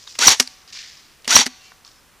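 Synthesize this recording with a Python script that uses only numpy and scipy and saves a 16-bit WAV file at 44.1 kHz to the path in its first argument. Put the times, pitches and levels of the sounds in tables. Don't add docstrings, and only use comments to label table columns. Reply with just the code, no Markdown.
import sys
import numpy as np
from scipy import signal
from scipy.fft import rfft, irfft, next_fast_len
from scipy.io import wavfile
from scipy.ndimage import uniform_filter1d

SR = 44100
rng = np.random.default_rng(int(sys.argv[2]) if len(sys.argv) > 2 else 0)


def makeup_ratio(level_db):
    decades = np.asarray(level_db, float) / 20
    return 10 ** decades


def dump_mix(stems):
    frames = np.atleast_2d(stems).T
    limited = np.clip(frames, -1, 1)
    pcm = np.round(limited * 32767).astype(np.int16)
    wavfile.write(sys.argv[1], SR, pcm)


N = 97020
T = np.arange(N) / SR

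# (motor start [s], piston release [s], gear level [dB], slam level [dB])
NEAR_SHOTS = [
    (0.187, 0.2718, -12, 4),
    (1.278, 1.3564, -11.5, 2.5),
]


def unit(x):
    return x / np.sqrt(np.mean(x ** 2) + 1e-20)


def along(points, hz):
    f, v = np.transpose(points)
    return np.interp(np.log(hz + 1), np.log(f + 1), v, left=v[0], right=v[-1])


def filtered(x, response):
    m = next_fast_len(x.shape[-1] + 8192)
    spectrum = rfft(x, m) * response(np.fft.rfftfreq(m, 1 / SR))
    return irfft(spectrum, m)[..., :x.shape[-1]]


def resonances(f, table):
    power = sum(np.abs(makeup_ratio(db) * f * width / (c * c - f * f + 1j * f * width + 1e-9)) ** 2
                for c, width, db in table)
    m = 2 * (len(f) - 1)
    cepstrum = irfft(np.log(power + 1e-10) / 2, m)
    cepstrum[1:m // 2] *= 2
    cepstrum[m // 2 + 1:] = 0
    return np.exp(rfft(cepstrum))


def tilt(hz, db_per_octave):
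    return makeup_ratio(db_per_octave * np.log2(np.clip(hz, 200, 7000) / 4000))


def noise(spectrum, count=N):
    white = rng.standard_normal(count)
    return unit(filtered(white, lambda hz: makeup_ratio(along(spectrum, hz)) * (hz > 15)))


def fade(t, t60, attack):
    u = np.maximum(t, 0)
    return makeup_ratio(-60 * u / max(t60, 1e-3)) * (1 - np.exp(-u / max(attack, 1e-5)))


def bursts(table, colour):
    focus_db, focus_width = 7, .25
    out = np.zeros(N + 8192)
    t = np.arange(8192) / SR
    for s, db, t60, tilt_db, hz in table:
        focus = [(hz, focus_width * hz, focus_db)]
        crackle = unit(filtered(rng.standard_normal(len(t)),
                                lambda f: colour(f) * tilt(f, tilt_db) * (1 + resonances(f, focus))))
        out[round(s * SR):][:len(t)] += makeup_ratio(db) * crackle * fade(t, t60, .0007)
    return out[:N]


def open_air():
    # (frequency [Hz], level [dB])
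    air_colour = [(25, -8), (60, -8.5), (300, -14), (700, -16.5), (1200, -13), (5300, -21.5), (8000, -23),
                  (15500, -28.5)]
    # (frequency [Hz], side over middle [dB])
    air_spread = [(60, -2.5), (110, -4), (200, -11), (380, -12.5), (700, -11), (1290, -23.5), (2380, -21.5),
                  (4400, -14.5), (8120, -7), (15000, -1)]
    level = makeup_ratio(-54.5)
    middle = level * noise(air_colour)
    side = level * filtered(noise(air_colour), lambda hz: makeup_ratio(along(air_spread, hz)))
    return middle, side


def bird():
    # (time [s], length [s], pitch [Hz], level [dB])
    calls = [
        (1.585, .13, 2750, -52),
        (1.62, .09, 3050, -57),
        (1.63, .11, 2330, -55),
        (1.64, .07, 4300, -57),
        (1.94, .06, 5220, -57),
        (.695, .04, 1800, -54),
    ]
    out = np.zeros(N)
    for s, length, hz, db in calls:
        swell = np.exp(-((T - s - length / 2) / (.5 * length)) ** 2)
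        blur = .06 * np.cumsum(rng.standard_normal(N))
        out += makeup_ratio(db) * swell * np.sin(2 * np.pi * hz * T + blur)
    return out


def far_shots():
    # (time [s], level [dB], swell [s], t60 [s], tilt [dB per octave])
    answers = [
        (-.1, -32.5, 0.056, 0.56, 6.5),
        (0.076, -41.5, 0.0018, 1, 7.5),
        (0.68, -43, 0.0027, 0.21, 2.5),
        (0.723, -35, 0.0034, 0.24, 3),
        (0.741, -34, 0.012, 0.99, 0.5),
        (1.628, -46.5, 0.0069, 0.46, 6.5),
        (1.848, -51, 0.0076, .8, 8),
    ]
    # (frequency [Hz], level [dB])
    tree_colour = [(300, -41), (900, -31), (1800, -2), (3500, -2), (5200, 1.5), (7200, -8.5), (9000, -23.5),
                   (14000, -38)]
    out = np.zeros(N)
    for s, db, swell, t60, tilt_db in answers:
        grain = makeup_ratio(1.9 * unit(uniform_filter1d(rng.standard_normal(N), size=150)))
        wash = unit(filtered(noise(tree_colour), lambda f: tilt(f, tilt_db)))
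        out += makeup_ratio(db) * wash * grain * fade(T - s, t60, swell)
    return out


def twigs():
    # (time [s], peak level [dB], t60 [s], tilt [dB per octave], focus [Hz])
    ticks = [(.071, -36, .03, 2, 3500), (.0745, -25, .018, 1, 3600), (.618, -42, .015, 2, 5500),
             (.629, -44, .012, -6, 1300), (.655, -44, .012, -6, 1500), (.676, -37, .025, 1, 4500),
             (.7465, -41, .025, -3, 800), (.771, -34, .03, 2, 5500), (.841, -37, .015, -2, 2000),
             (.975, -37, .015, 3, 5000), (1.618, -42, .02, 2, 4300), (1.7185, -33, .016, -2, 1750),
             (1.8483, -33, .018, 2, 5000), (1.855, -40, .012, -4, 1080), (1.8667, -36, .014, 2, 4500),
             (1.876, -36, .02, 3, 5500), (1.8895, -42, .015, 1, 2800), (1.9151, -39, .014, 2, 5500)]
    # (frequency [Hz], level [dB])
    snap_colour = [(290, -40), (500, -18.5), (1080, -2.5), (1780, -5.5), (2290, -11.5), (4590, -5),
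                   (14000, -37)]
    return bursts(ticks, lambda f: makeup_ratio(along(snap_colour, f)))


def trunk_echo(x):
    # (frequency [Hz], t60 [s])
    echo_decay = [(300, 0.11), (2000, 1), (6000, 0.94), (14000, 0.074)]
    hz, t, z = signal.stft(rng.standard_normal(SR), SR, nperseg=256)
    dying = z * makeup_ratio(-60 * t / along(echo_decay, hz)[:, None])
    tail = signal.istft(dying, SR, nperseg=256)[1]
    return makeup_ratio(-31.5) * signal.fftconvolve(x, tail / np.linalg.norm(tail))[:N]


def stock():
    # (frequency [Hz], level [dB], t60 [s])
    stock_modes = [(249, 2, 0.045), (251.6, -8, .16), (396.4, -1, 0.04), (700, -5.5, .025)]
    # (time [s], level [dB])
    knocks = [
        (.189, -31.5),
        (0.266, -18.5),
        (0.312, -28.5),
        (0.401, -21),
        (1.277, -27.5),
        (1.316, -35.5),
        (1.347, -22),
        (1.356, -18.5),
        (1.39, -19),
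        (1.463, -23.5),
    ]
    # (time [s], level [dB], t60 [s])
    thumps = [
        (0.265, -28, 0.16),
        (.398, -23.5, 0.035),
        (1.349, -19.5, 0.087),
    ]
    # (frequency [Hz], level [dB], t60 [s])
    long_stock_tones = [(755, -58.5, 2), (1148, -58.5, 2)]
    latch_times = [
        .4,
        1.465,
    ]
    out = np.zeros(N)
    for s, db in knocks:
        for hz, mode_db, t60 in stock_modes:
            out += makeup_ratio(db + mode_db) * np.sin(2 * np.pi * hz * (T - s)) * fade(T - s, t60, 0.0034)
    for s, db, t60 in thumps:
        out += makeup_ratio(db) * np.sin(2 * np.pi * 100.3 * (T - s)) * fade(T - s, t60, 0.0053)
    for s in latch_times:
        for hz, db, t60 in long_stock_tones:
            out += makeup_ratio(db) * np.sin(2 * np.pi * hz * T) * fade(T - s, t60, 0.0027)
    return out


def metal_contacts():
    # (time [s], peak level [dB], t60 [s], tilt [dB per octave], focus [Hz])
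    first_contacts = [(.1522, -32, .04, -1, 3000), (.1865, -32, .02, 0, 4600), (.1893, -4, .014, 0, 5600),
                      (.2665, -7, .012, 0, 3400), (.2692, -7, .01, 2, 6500), (.280, 3, .035, 0, 3800),
                      (.289, -2, .03, 2, 6200), (.304, -2, .014, -1, 4000), (.314, -5, .015, 1, 5900),
                      (.320, -4, .014, 1, 5900), (.345, -15, .015, 0, 5900), (.36, -35, .5, 2, 5800),
                      (.396, -20, .02, 0, 2000), (.387, -27, .012, 3, 5800), (.391, -25, .012, 3, 5800),
                      (.3985, 4, .018, 2, 5400), (.399, 3, .016, 0, 3100), (.4015, -1, .012, 1, 2000),
                      (.419, -22, .02, 1, 6000), (.436, -30, .015, 1, 5500), (.444, -32, .01, 3, 6000),
                      (.4045, -4, .018, 1, 5500), (.407, -9, .016, -1, 1150), (.411, -22, .09, 0, 5800),
                      (.425, -18, .02, 0, 5600), (.4745, -16, .01, 1, 4500)]
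    second_contacts = [(1.221, -42, .015, 2, 5000), (1.2452, -28, .018, 0, 4000),
                       (1.253, -28, .018, -1, 3000), (1.257, -47, .6, 0, 2500), (1.2745, -30, .02, 1, 4600),
                       (1.277, -5, .018, 0, 4300), (1.354, 0, .012, 1, 4600), (1.364, 3, .025, 0, 3000),
                       (1.375, -2, .015, 1, 6300), (1.389, -4, .02, -1, 3900), (1.416, -16, .02, -3, 900),
                       (1.400, -7, .015, 0, 3500), (1.459, -19, .03, 0, 4000), (1.4635, -8, .014, 1, 5800),
                       (1.4642, -13, .014, 0, 3500), (1.4645, -13, .022, -1, 1900),
                       (1.472, -17, .014, 1, 5800), (1.477, -26, .015, -3, 2000)]
    # (frequency [Hz], width [Hz], level [dB])
    shell_modes = [(900, 900, -7.5), (1900, 350, -2.5), (2820, 1100, -6.5), (3870, 550, -8),
                   (4500, 540, -4.5), (5657, 590, -6), (7600, 7400, -8.5), (9400, 1500, -18.5),
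                   (13000, 1700, -25.5)]
    roll_hz = 10500

    def shell(f):
        return resonances(f, shell_modes) / (1 + (f / roll_hz) ** 6) ** .5

    return bursts(first_contacts, shell) + bursts(second_contacts, shell)


def gearbox():
    # (frequency [Hz], width [Hz], level [dB])
    case_modes = [(286, 400, -17), (882, 130, -3.5), (1300, 160, -10), (2000, 420, -6.5),
                  (2440, 1800, -10.5), (3270, 720, -5.5), (3948, 320, -3), (4514, 120, 1), (5670, 350, 2),
                  (6240, 740, -2), (6800, 610, -6), (8000, 970, -13.5), (9970, 1300, -14.5),
                  (12000, 4000, -29.5)]
    mesh_start_hz, mesh_top_hz = 880, 1640
    spin_lag_s, spin_up_s = .025, .015
    tooth_scatter_db, tooth_jitter, grit = 3, .4, 1.3
    case_low_hz, bright_hz, dull_db_per_s = 200, 7400, 93.5
    start_db, rise_s = -16, 0.03
    coast_s, coast_db_per_s, judder_db = 0.058, 601, .6
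    rack_hz, rack_db, rack_scatter_db = 140, 7, 1.5
    rack_ring_hz, rack_width_hz = 5800, 900
    whine_db, whine_third_db = -5, -10.5
    whine_at_s, whine_width_s = .047, .014

    out = np.zeros(N)
    for start, release, db, _ in NEAR_SHOTS:
        t = T - start
        since_release = T - release
        spin = np.exp(-np.maximum(t - spin_lag_s, 0) / spin_up_s)
        mesh_hz = mesh_top_hz - (mesh_top_hz - mesh_start_hz) * spin
        turns = np.cumsum(mesh_hz) / SR

        rough = turns + tooth_jitter * 4 * uniform_filter1d(rng.standard_normal(N), size=16)
        tooth_db = tooth_scatter_db * np.clip(rng.standard_normal(N), -2, 2)
        teeth = (np.diff(np.floor(rough), prepend=0) > 0) * makeup_ratio(tooth_db)
        strikes = unit(teeth) + grit * rng.standard_normal(N)
        body = unit(filtered(strikes, lambda f: resonances(f, case_modes)
                             / (1 + (case_low_hz / (f + 1)) ** 4)))

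        treble = filtered(body, lambda f: 1 / (1 + (bright_hz / (f + 1)) ** 10))
        body = body - treble * (1 - makeup_ratio(-dull_db_per_s * np.abs(since_release)))

        level_db = start_db * np.clip(1 - t / rise_s, 0, 1)
        level_db = level_db - coast_db_per_s * np.maximum(since_release - coast_s, 0)
        level_db = level_db + judder_db * unit(uniform_filter1d(rng.standard_normal(N), size=90))

        tooth_phase = rack_hz * t % 1
        bite_db = rack_scatter_db * rng.standard_normal(400)[(rack_hz * T).astype(int)]
        ring = filtered(body, lambda f: np.exp(-((f - rack_ring_hz) / rack_width_hz) ** 2))
        rack_gain = makeup_ratio(uniform_filter1d(rack_db * (.5 - tooth_phase) + bite_db, size=40))
        body = body + ring * (rack_gain - 1)

        tone = np.sin(2 * np.pi * turns) + makeup_ratio(whine_third_db) * np.sin(3 * 2 * np.pi * turns)
        whine = makeup_ratio(whine_db) * np.exp(-((t - whine_at_s) / whine_width_s) ** 2) * tone
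        out += makeup_ratio(db) * (t > 0) * (makeup_ratio(level_db) * body + whine)
    return out


def piston():
    ring_hz, ring_width_hz, ring_hold_s, ring_t60 = 5793, 500, .007, 0.016
    pop_after_s, pop_hz, pop_db, pop_t60 = 0.0089, 1097, 4.5, 0.0075
    puff_hz, puff_db = 87, -13
    out = np.zeros(N)
    for _, release, _, db in NEAR_SHOTS:
        t = T - release
        drift = np.cumsum(rng.standard_normal(N)) * np.sqrt(ring_width_hz / SR)
        ring = np.sin(2 * np.pi * ring_hz * t + drift) * fade(t, 9, 0.00013)
        ring = ring * makeup_ratio(-60 * np.maximum(t - ring_hold_s, 0) / ring_t60)
        p = t - pop_after_s
        pop = makeup_ratio(pop_db) * np.sin(2 * np.pi * pop_hz * p) * fade(p, pop_t60, 0.00023)
        puff = makeup_ratio(puff_db) * np.sin(2 * np.pi * puff_hz * t) * fade(t, 0.036, 0.007)
        out += makeup_ratio(db) * (ring + pop + puff)
    return out


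def scene():
    # (frequency [Hz], side over middle [dB])
    gun_spread = [(40, -7), (100, -8), (200, -11), (350, -16), (700, -23), (1400, -29), (2500, -50),
                  (16000, -50)]
    works = gearbox() + metal_contacts()
    works = filtered(works, lambda f: 1 / (1 + 1j * f / 11110) ** 1.63)
    mid = works + piston() + stock() + trunk_echo(works) + twigs() + far_shots() + bird()
    side = filtered(mid, lambda hz: makeup_ratio(along(gun_spread, hz)) * np.exp(1.3j))
    air, air_side = open_air()
    return np.array([mid + air + side + air_side, mid + air - side - air_side])


def low_pass(x):
    return signal.sosfilt(signal.butter(12, 20000, fs=SR, output="sos"), x)


def record(dry):
    band_hz, clip_top, clip_hard = 15400, 1.0, 51
    spill_db = -11
    x = filtered(dry, lambda hz: hz < band_hz)
    x = x / (1 + np.abs(x / clip_top) ** clip_hard) ** (1 / clip_hard)
    x = filtered(x, lambda hz: np.where(hz < band_hz, 1, makeup_ratio(spill_db)))
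    return low_pass(x)


dry = scene()
out = record(dry)
dump_mix(out)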